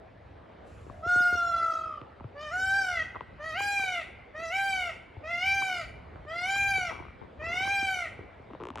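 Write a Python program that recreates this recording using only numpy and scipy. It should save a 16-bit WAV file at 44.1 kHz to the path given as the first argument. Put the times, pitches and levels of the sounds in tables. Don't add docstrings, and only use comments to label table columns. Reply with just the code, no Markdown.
import sys
import numpy as np
from scipy import signal
from scipy.fft import rfft, irfft, next_fast_len
from scipy.io import wavfile
from scipy.ndimage import uniform_filter1d, map_coordinates

SR = 44100
rng = np.random.default_rng(int(sys.argv[2]) if len(sys.argv) > 2 else 0)


def attenuation_scalar(level_db):
    decades = np.asarray(level_db, float) / 20
    return 10 ** decades


def unload_audio(sound):
    columns = np.transpose(np.atleast_2d(sound))
    steps = np.round(np.clip(columns, -1, 1) * 32767)
    wavfile.write(sys.argv[1], SR, steps.astype(np.int16))


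N = 388080

# t/s, level/dB
RUMBLE_LEVEL = [(0.0, -57.5), (1.35, -54.5), (1.62, -53), (2.15, -55.5), (3.5, -54), (5.1, -57),
                (5.2, -54.5), (7.38, -54), (7.67, -51), (7.94, -55.5), (8.48, -53.5), (8.8, -55)]
# f/Hz, level/dB
RUMBLE_SPECTRUM = [(12, -48), (20, -27), (38, -7.5), (57, 3), (75, 6.5), (119, 0.5), (236, -12.5),
                   (260, -12), (340, -31), (570, -120)]
WATER_SPECTRUM = [(90, -25), (170, -1), (630, 3), (1000, -4), (2000, -10.5), (2600, -16), (4000, -24),
                  (6300, -40.5), (10000, -48.5), (12500, -58), (13500, -80.5)]
CLOTH_SPECTRUM = [(2650, -32), (4500, -5), (5820, -7.5), (7700, -4), (8380, -12), (11000, -12.5),
                  (13000, -29)]
# t/s, level/dB
SLEEVE_LEVEL = [
    (0.62, -103),
    (0.674, -72.5),
    (1.03, -77),
    (1.04, -82),
]
# f/Hz, likeness/1
AIR_ALIKE = [(30, .88), (60, 1), (130, 0.81), (290, 0.8), (640, 0.044), (1400, 0.48), (2200, 1),
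             (4000, 0.77), (12000, 0.88)]
# t/s, shell peak level/dB, left over right/dB
THUDS = [(.865, -48, 18), (1.061, -32.5, 6), (1.156, -30.5, 3), (1.203, -37.5, 6), (1.325, -30.5, 6),
         (1.351, -34.5, 6), (6.25, -42.5, -8), (6.78, -36, 5), (7.002, -37, -8), (7.826, -33.5, 0),
         (7.967, -43.5, 0), (8.191, -33, -2), (8.397, -42.5, 1)]
TAPS = [(0.499, -56, 14), (1.575, -50, -8), (2.199, -50, -15), (2.207, -41.5, 2), (3.794, -46, 17),
        (3.835, -43, 12), (6.158, -45.5, -6), (6.415, -48, 1.5), (6.471, -53, 1.5), (6.56, -40.5, -4),
        (6.612, -47, -1), (7.415, -44, 14), (7.434, -43.5, 9), (7.468, -40, 7), (7.606, -41, -4),
        (7.653, -40, -5), (7.674, -37, 0)]
JOLTS = [(2.242, -39, 3), (5.167, -44, 4), (5.228, -51, -2), (7.376, -50, 4), (7.797, -51, 4),
         (8.234, -53, -3)]
# thump/dB, tick/dB
KNOCK_KINDS = [
    (-12, -22.5),
    (-11, -8),
    (2, -12),
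]
# t/s, tick peak level/dB, shell/dB, snap/dB, left over right/dB
SLIPS = [(0.898, -34.5, 8.5, -24, 8), (2.015, -36.5, 13.5, -4, -3), (3.148, -34.5, -3, -16, 8),
         (3.156, -31, 1, -16, -11), (3.16, -30.5, -2, -20, 14), (3.164, -42, 2.5, -18, -6),
         (3.167, -36.5, -10, -23, -22), (3.208, -26, -4, -9.5, 7), (3.605, -30.5, -2, -21, 14),
         (5.622, -29.5, 4, -24, -10), (5.689, -40, -16, -16, -3)]
# start t/s, end t/s, first and last slip rate f/Hz, tick/dB, shell/dB, far port gain/1
SOFT_CREAKS = [
    (6.906, 7.11, 158, 35, -30, -43, 0.17),
    (7.215, 7.258, 106, 74, -39, -39.5, -0.23),
    (7.499, 7.735, 49, 45, -36.5, -38, -0.083),
    (8.189, 8.303, 56, 62, -52, -42, 0.13),
]
# start t/s, end t/s, slip rate f/Hz, tick peak level/dB, shell/dB
HARD_CREAK = [(8.503, 8.515, 160, -42.5, 1), (8.534, 8.556, 65, -37.5, 0.5), (8.601, 8.631, 125, -38, 4),
              (8.6365, 8.712, 59.8, -33, -2), (8.715, 8.75, 45.5, -44, -6), (8.757, 8.76, 116, -30.5, -19),
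              (8.765, 8.766, 116, -37, -13), (8.775, 8.797, 116, -32.5, -12)]
# start t/s, end t/s, burst rate f/Hz, first f/Hz, last f/Hz, first level/dB, last level/dB
STUTTER = (.905, 1.075, 60.5, 655.5, 691.5, -44.5, -37.5)
# t/s, f/Hz
WAIL = [(1.02, 628), (1.049, 672), (1.085, 714), (1.19, 716.5), (1.298, 713), (1.42, 692), (1.72, 659),
        (1.861, 640.5), (1.998, 597.6)]
# t/s, f/Hz
ARCHES = [
    [(2.345, 562.5), (2.44, 615.7), (2.499, 592), (2.535, 715), (2.6, 753.7), (2.7, 776), (2.79, 790.5),
     (2.92, 715), (3.04, 609)],
    [(3.385, 574), (3.463, 646.4), (3.535, 624.6), (3.59, 797.7), (3.66, 810.4), (3.77, 800), (3.87, 756.7),
     (3.99, 684), (4.03, 613)],
    [(4.335, 589), (4.42, 668.4), (4.495, 647), (4.54, 761), (4.585, 789), (4.69, 784.7), (4.79, 745.6),
     (4.88, 685.7), (4.92, 619)],
    [(5.225, 597), (5.31, 685.7), (5.405, 709.7), (5.46, 777.8), (5.57, 789.3), (5.67, 762), (5.74, 723.3),
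     (5.795, 684), (5.84, 609.5)],
    [(6.26, 584), (6.34, 676.4), (6.435, 723), (6.5, 783), (6.59, 797.5), (6.7, 790), (6.8, 748),
     (6.87, 693.5), (6.92, 618)],
    [(7.385, 595), (7.465, 666.3), (7.575, 732), (7.64, 779.7), (7.73, 799), (7.81, 789.2), (7.93, 755.4),
     (8.02, 701), (8.08, 606)],
]
# level/dB, throat f/Hz at start, at full voice, at end, sharpness/1
VOICES = [
    (-34.5, 1530, 1493, 1160, 4.18),
    (-35, 1780, 1680, 2080, 3.32),
    (-34.5, 1820, 2160, 2200, 2.02),
    (-34, 2140, 2380, 1920, 1.77),
    (-34.5, 2320, 2360, 1890, 2.44),
    (-34.5, 1990, 2280, 1960, 2.33),
    (-35, 2450, 2320, 1950, 2.23),
]
THROAT_MOVES = (0, .2, .3, .62, 1)
# f/Hz, level/dB
UPPER_COLOUR = [(2300, 21), (3000, 13), (3700, 5.5), (5500, 1.5), (7000, -2), (8500, -12), (12000, -12),
                (13300, -22), (15000, -14.5), (16000, -18)]
# f/Hz, width/Hz, level/dB
BEAK = (2960, 190, 7.7)
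# f/Hz, t60/s
GROVE_DECAY = [(400, 0.063), (1500, 0.31), (3000, 0.33), (6000, 0.2), (10000, 0.49), (14000, 0.058)]
SLOPE_DECAY = [(400, 0.48), (2000, 1.085), (3500, 0.63), (6000, 0.4), (12000, 0.19)]
# f/Hz, level/dB
SCATTER = [(400, -9), (900, -7), (1500, -10), (2500, -1), (6000, 0)]
# f/Hz, likeness/1
ECHO_ALIKE = [(300, 0.9), (800, 0.2), (1500, 1), (3000, 0.86), (7000, 0.84), (14000, 0)]
# f/Hz, phase/rad
PORT_LEAD = [(500, .1), (800, .4), (1400, .28), (2400, .28), (4700, .45), (6000, -.3), (7700, .1),
             (8600, 2.2), (10400, .8), (12000, -1.2), (14000, -2.6)]

SILENT_DB = -120
FULL_HZ = 790


def unit(x):
    return x / np.sqrt(np.mean(x ** 2) + 1e-20)


def along(points, hz):
    f, v = np.transpose(points)
    return np.interp(np.log(hz + 1), np.log(f + 1), v)


def wobble(rate, count=1, at=np.arange(N)):
    knots = rng.standard_normal((count, N // 400))
    order = 3 if count == 1 else 1
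    return np.squeeze([map_coordinates(row, [at * rate / SR], order=order) for row in knots])


def filtered(x, response):
    m = next_fast_len(x.shape[-1] + 8192)
    return irfft(rfft(x, m) * response(np.fft.rfftfreq(m, 1 / SR)), m)[..., :x.shape[-1]]


def spread(pair, alike):
    def mixing(hz):
        angle = np.arccos(np.clip(along(alike, hz), -1, 1)) / 2
        return np.array([np.cos(angle), np.sin(angle)])

    mid, side = filtered(pair, mixing)
    return np.array([mid + side, mid - side])


def rush(spectrum, patchy_db):
    z = signal.stft(rng.standard_normal((2, N)), nperseg=512)[2]
    field = uniform_filter1d(rng.standard_normal(z.shape[1:]), size=5, axis=0)
    field = unit(uniform_filter1d(field, size=10, axis=1))
    pair = signal.istft(z * attenuation_scalar(patchy_db * field), nperseg=512)[1][:, :N]
    pair = filtered(pair, lambda hz: attenuation_scalar(along(spectrum, hz)))
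    return unit(spread(pair, AIR_ALIKE))


def air():
    t = np.arange(N) / SR
    rumble_db = np.interp(t, *np.transpose(RUMBLE_LEVEL))
    rumble = attenuation_scalar(rumble_db + 1.0 + 3.5 * wobble(7)) * rush(RUMBLE_SPECTRUM, patchy_db=-1.0)
    swell_db = 0.57 * (rumble_db - rumble_db.mean())
    water = attenuation_scalar(-53 + swell_db + 0.63 * wobble(1.7)) * rush(WATER_SPECTRUM, patchy_db=2.0)
    cloth_db = np.interp(t, *np.transpose(SLEEVE_LEVEL), left=-140, right=-140)
    return rumble + water + attenuation_scalar(cloth_db) * rush(CLOTH_SPECTRUM, patchy_db=2.5)


def bend(hz, late, cycles):
    u = np.arange(int(7 * SR / hz)) / SR * hz
    width = np.where(u < late, late / 2, cycles)
    return np.exp(-((u - late) / width) ** 2) * np.sin(2 * np.pi * (u - late + 0.17))


def panned(db):
    return attenuation_scalar([db / 2, -db / 2])


def knocks():
    hits = []
    for rows, (thump, tick) in zip((THUDS, TAPS, JOLTS), KNOCK_KINDS):
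        for s, db, pan in rows:
            hits.append((s, SILENT_DB, db + tick + 2, db + tick + 10.5, db - 0.5, db + thump + 3.0, .9, panned(pan)))
    return hits


def sharp_slips():
    return [(s, SILENT_DB, db + snap, db - 2, db + shell - 19.5, db + shell - 20, .9, panned(pan))
            for s, db, shell, snap, pan in SLIPS]


def hard_creak():
    hits = []
    for start, end, rate, db, shell in HARD_CREAK:
        snap = -4 + 0.99 * max(db + 33, -10)
        for s in np.arange(start, end, 1 / rate):
            hits.append((s, db + 3.3 * snap - 0.5, db + snap + 1, db - 0.5, db + shell - 2.5, db + shell - 21,
                         2.6, panned(2.5)))
    return hits


def soft_creaks():
    hits, grip = [], wobble(30)
    for start, end, first, last, tick, shell, far in SOFT_CREAKS:
        at = np.arange(round(start * SR), round(end * SR))
        slips = np.cumsum(np.linspace(first, last, len(at)) * attenuation_scalar(0.58 * grip[at])) / SR
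        when = np.interp(np.arange(slips[-1]), slips, at / SR)
        fade_db = rng.normal(0, 1.7, size=40) - 0.47 * np.arange(40)
        for s, d in zip(when, fade_db):
            hits.append((s, SILENT_DB, tick + d - 22, tick + d - 1.5, shell + d + 1.9, shell + d - 12,
                         .9, np.array([1, far])))
    return hits


def case():
    hits = knocks() + sharp_slips() + hard_creak() + soft_creaks()
    out = np.zeros((2, N + SR))
    for hit, r in zip(hits, rng.standard_normal(size=(300, 4))):
        s, crack, snap, tick, shell, thump, ring, ports = hit
        parts = [(crack, bend(5900, late=1.16, cycles=0.55)),
                 (snap, bend(2500 * attenuation_scalar(0.77 * r[0]), late=0.92, cycles=1.0)),
                 (tick, bend(1050 * attenuation_scalar(1.1 * r[1]), late=1.0, cycles=2.65)),
                 (max(shell - 7, tick - 4.5), bend(620 * attenuation_scalar(1.95 * r[0]), late=0.91, cycles=1.0)),
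                 (shell, bend(340 * attenuation_scalar(2.07 * r[2]), late=1.26, cycles=ring)),
                 ((shell + thump) / 2 - 1.5, bend(190 * attenuation_scalar(3.1 * r[1]), late=1.17, cycles=0.58)),
                 (thump, bend(100 * attenuation_scalar(1.53 * r[3]), late=1.3, cycles=1.6))]
        for db, wave in parts:
            out[:, round(s * SR):][:, :len(wave)] += attenuation_scalar(db) * ports[:, None] * wave
    return out[:, :N]


def stutter():
    start, end, rate, first_hz, last_hz, first_db, last_db = STUTTER
    t = np.arange(0, end - start, 1 / SR)
    tone = np.sin(2 * np.pi * np.cumsum(np.linspace(first_hz, last_hz, len(t))) / SR)
    bursts = np.sin(np.pi * rate * t) ** 4 * tone
    return round(start * SR), bursts * attenuation_scalar(first_db + (last_db - first_db) * t / t[-1])


def throat(f, hz, sharp):
    return 1 / ((1 - (f / hz) ** 2) ** 2 + (f / hz / sharp) ** 2)


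def partial_gains(k, pitch, age, throat_hz, sharp, upper_db, bloom_db, crack):
    slack_db = -.035 * (FULL_HZ - pitch) * np.log2(np.maximum(k * pitch / 4000, 1))
    gain = attenuation_scalar(along(UPPER_COLOUR, k * pitch) + slack_db) * (k * pitch < 16000)
    gain *= attenuation_scalar(upper_db) / np.sqrt(np.sum(gain ** 2 * (k * pitch > 3300), axis=0))
    firm = np.interp(np.maximum.accumulate(pitch) / pitch.max(), [0.727, 1], [2.29, sharp])
    first_hz, full_hz, last_hz = throat_hz
    targets = [first_hz, first_hz, full_hz, full_hz, last_hz]
    pipe = throat(k[:4] * pitch, np.interp(age / age[-1], THROAT_MOVES, targets), firm)
    octaves = np.log2(k[:4])
    effort_db = 0.0473 * (pitch - FULL_HZ)
    through = pipe / pipe[0] * attenuation_scalar(-6.5 * octaves)
    bypass = attenuation_scalar(-21)
    gain[:4] = attenuation_scalar(effort_db + bloom_db * octaves) * np.hypot(through, bypass)
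    beak_hz, width_hz, beak_db = BEAK
    gain *= attenuation_scalar(beak_db * np.exp(-((k * pitch - beak_hz) / width_hz) ** 2))
    gain[4:] *= attenuation_scalar(-3 * uniform_filter1d(crack, size=400))
    return gain


def call(track, voicing, shake, leak, stall):
    db, *throat_hz, sharp = voicing
    k = np.arange(1, 27)[:, None]
    s, hz = np.transpose(track)
    at = np.arange(round(s[0] * SR), round(s[-1] * SR))
    t = at / SR
    age = t - s[0]
    glide = np.interp(t, s, hz)
    pitch = uniform_filter1d(glide, size=500, mode="nearest")
    slack = 0.79 + np.clip(FULL_HZ - pitch, 0, 150) / 90.5
    pitch = pitch * (1 + 0.0022 * slack * shake[at])
    flutter = np.clip((k - 1.4) / 4, 0, 1.7) * np.minimum(slack, 1.3) * wobble(55, count=26, at=at)
    flutter += (k > 2) * wobble(9, count=26, at=at)
    crack = np.clip(np.abs(np.gradient(glide)) * SR / 1400, 0, 2.2)
    rasp = 0.013 + .25 * np.clip(1 - age / .35, 0, 1)
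    rasp += .9 * (1 - np.exp(-np.maximum(age - .37, 0) / .25))
    tired_db = -36 * np.maximum(age - .62, 0)
    bloom_db = -9 * np.exp(-age / 0.029)
    phase = 2 * np.pi * np.cumsum(pitch * (1 + 0.0091 * rasp * shake[-at])) / SR
    upper_db = -12.5 + 0.0639 * (pitch - FULL_HZ) + 3 * bloom_db + 0.92 * tired_db
    gain = partial_gains(k, pitch, age, throat_hz, sharp, upper_db, bloom_db, crack)
    gain *= 1 + np.where(k > 1, 1, .55) * rasp * stall[at]
    voice = np.sqrt(2) * np.sum(gain * attenuation_scalar(3.0 * flutter) * np.sin(k * phase + k * k / 9), axis=0)
    voice += attenuation_scalar(-30 + upper_db + 4.5) * (rasp + crack) * (1 + np.sin(phase)) * leak[at]
    edge = np.clip(np.minimum(age / 0.017, (s[-1] - t) / .013), 0, 1)
    return at[0], voice * edge * attenuation_scalar(db + tired_db)


def peacock():
    shake = wobble(80)
    leak = filtered(rng.standard_normal(N), lambda hz: attenuation_scalar(along(UPPER_COLOUR, hz)) * (hz > 900))
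    leak = unit(leak)
    stall = np.sin(2 * np.pi * np.cumsum(56 * attenuation_scalar(1.6 * wobble(16))) / SR)
    calls = [call(track, voicing, shake, leak, stall) for track, voicing in zip([WAIL] + ARCHES, VOICES)]
    return calls + [stutter()]


def tail(decay, gap):
    hz, t, z = signal.stft(rng.standard_normal((2, SR + SR // 4)), SR, nperseg=256)
    level_db = along(SCATTER, hz)[:, None] - 60 * t / along(decay, hz)[:, None]
    answer = spread(signal.istft(z * attenuation_scalar(level_db), SR, nperseg=256)[1], ECHO_ALIKE)
    return np.roll(answer, int(gap * SR), axis=1) / np.linalg.norm(answer[0])


def echoed(calls):
    dry, wet = np.zeros(N), np.zeros((2, N + 3 * SR))
    for start, x in calls:
        dry[start:start + len(x)] += x
        paths = attenuation_scalar(-2.5) * tail(GROVE_DECAY, gap=.006) + attenuation_scalar(-16) * tail(SLOPE_DECAY, gap=.06)
        heard = signal.fftconvolve(x[None], paths, axes=1)
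        wet[:, start:start + heard.shape[1]] += heard
    half_lead = np.array([[.5j], [-.5j]])
    ports = filtered(np.array([dry, dry]), lambda hz: np.exp(half_lead * along(PORT_LEAD, hz)))
    return attenuation_scalar(-1.5) * ports + wet[:, :N]


def scene():
    return air() + case() + echoed(peacock())


def top_cut(x):
    return signal.sosfilt(signal.butter(12, 16580, fs=SR, output="sos"), x)


def record(dry):
    return top_cut(dry)


dry = scene()
out = record(dry)
unload_audio(out)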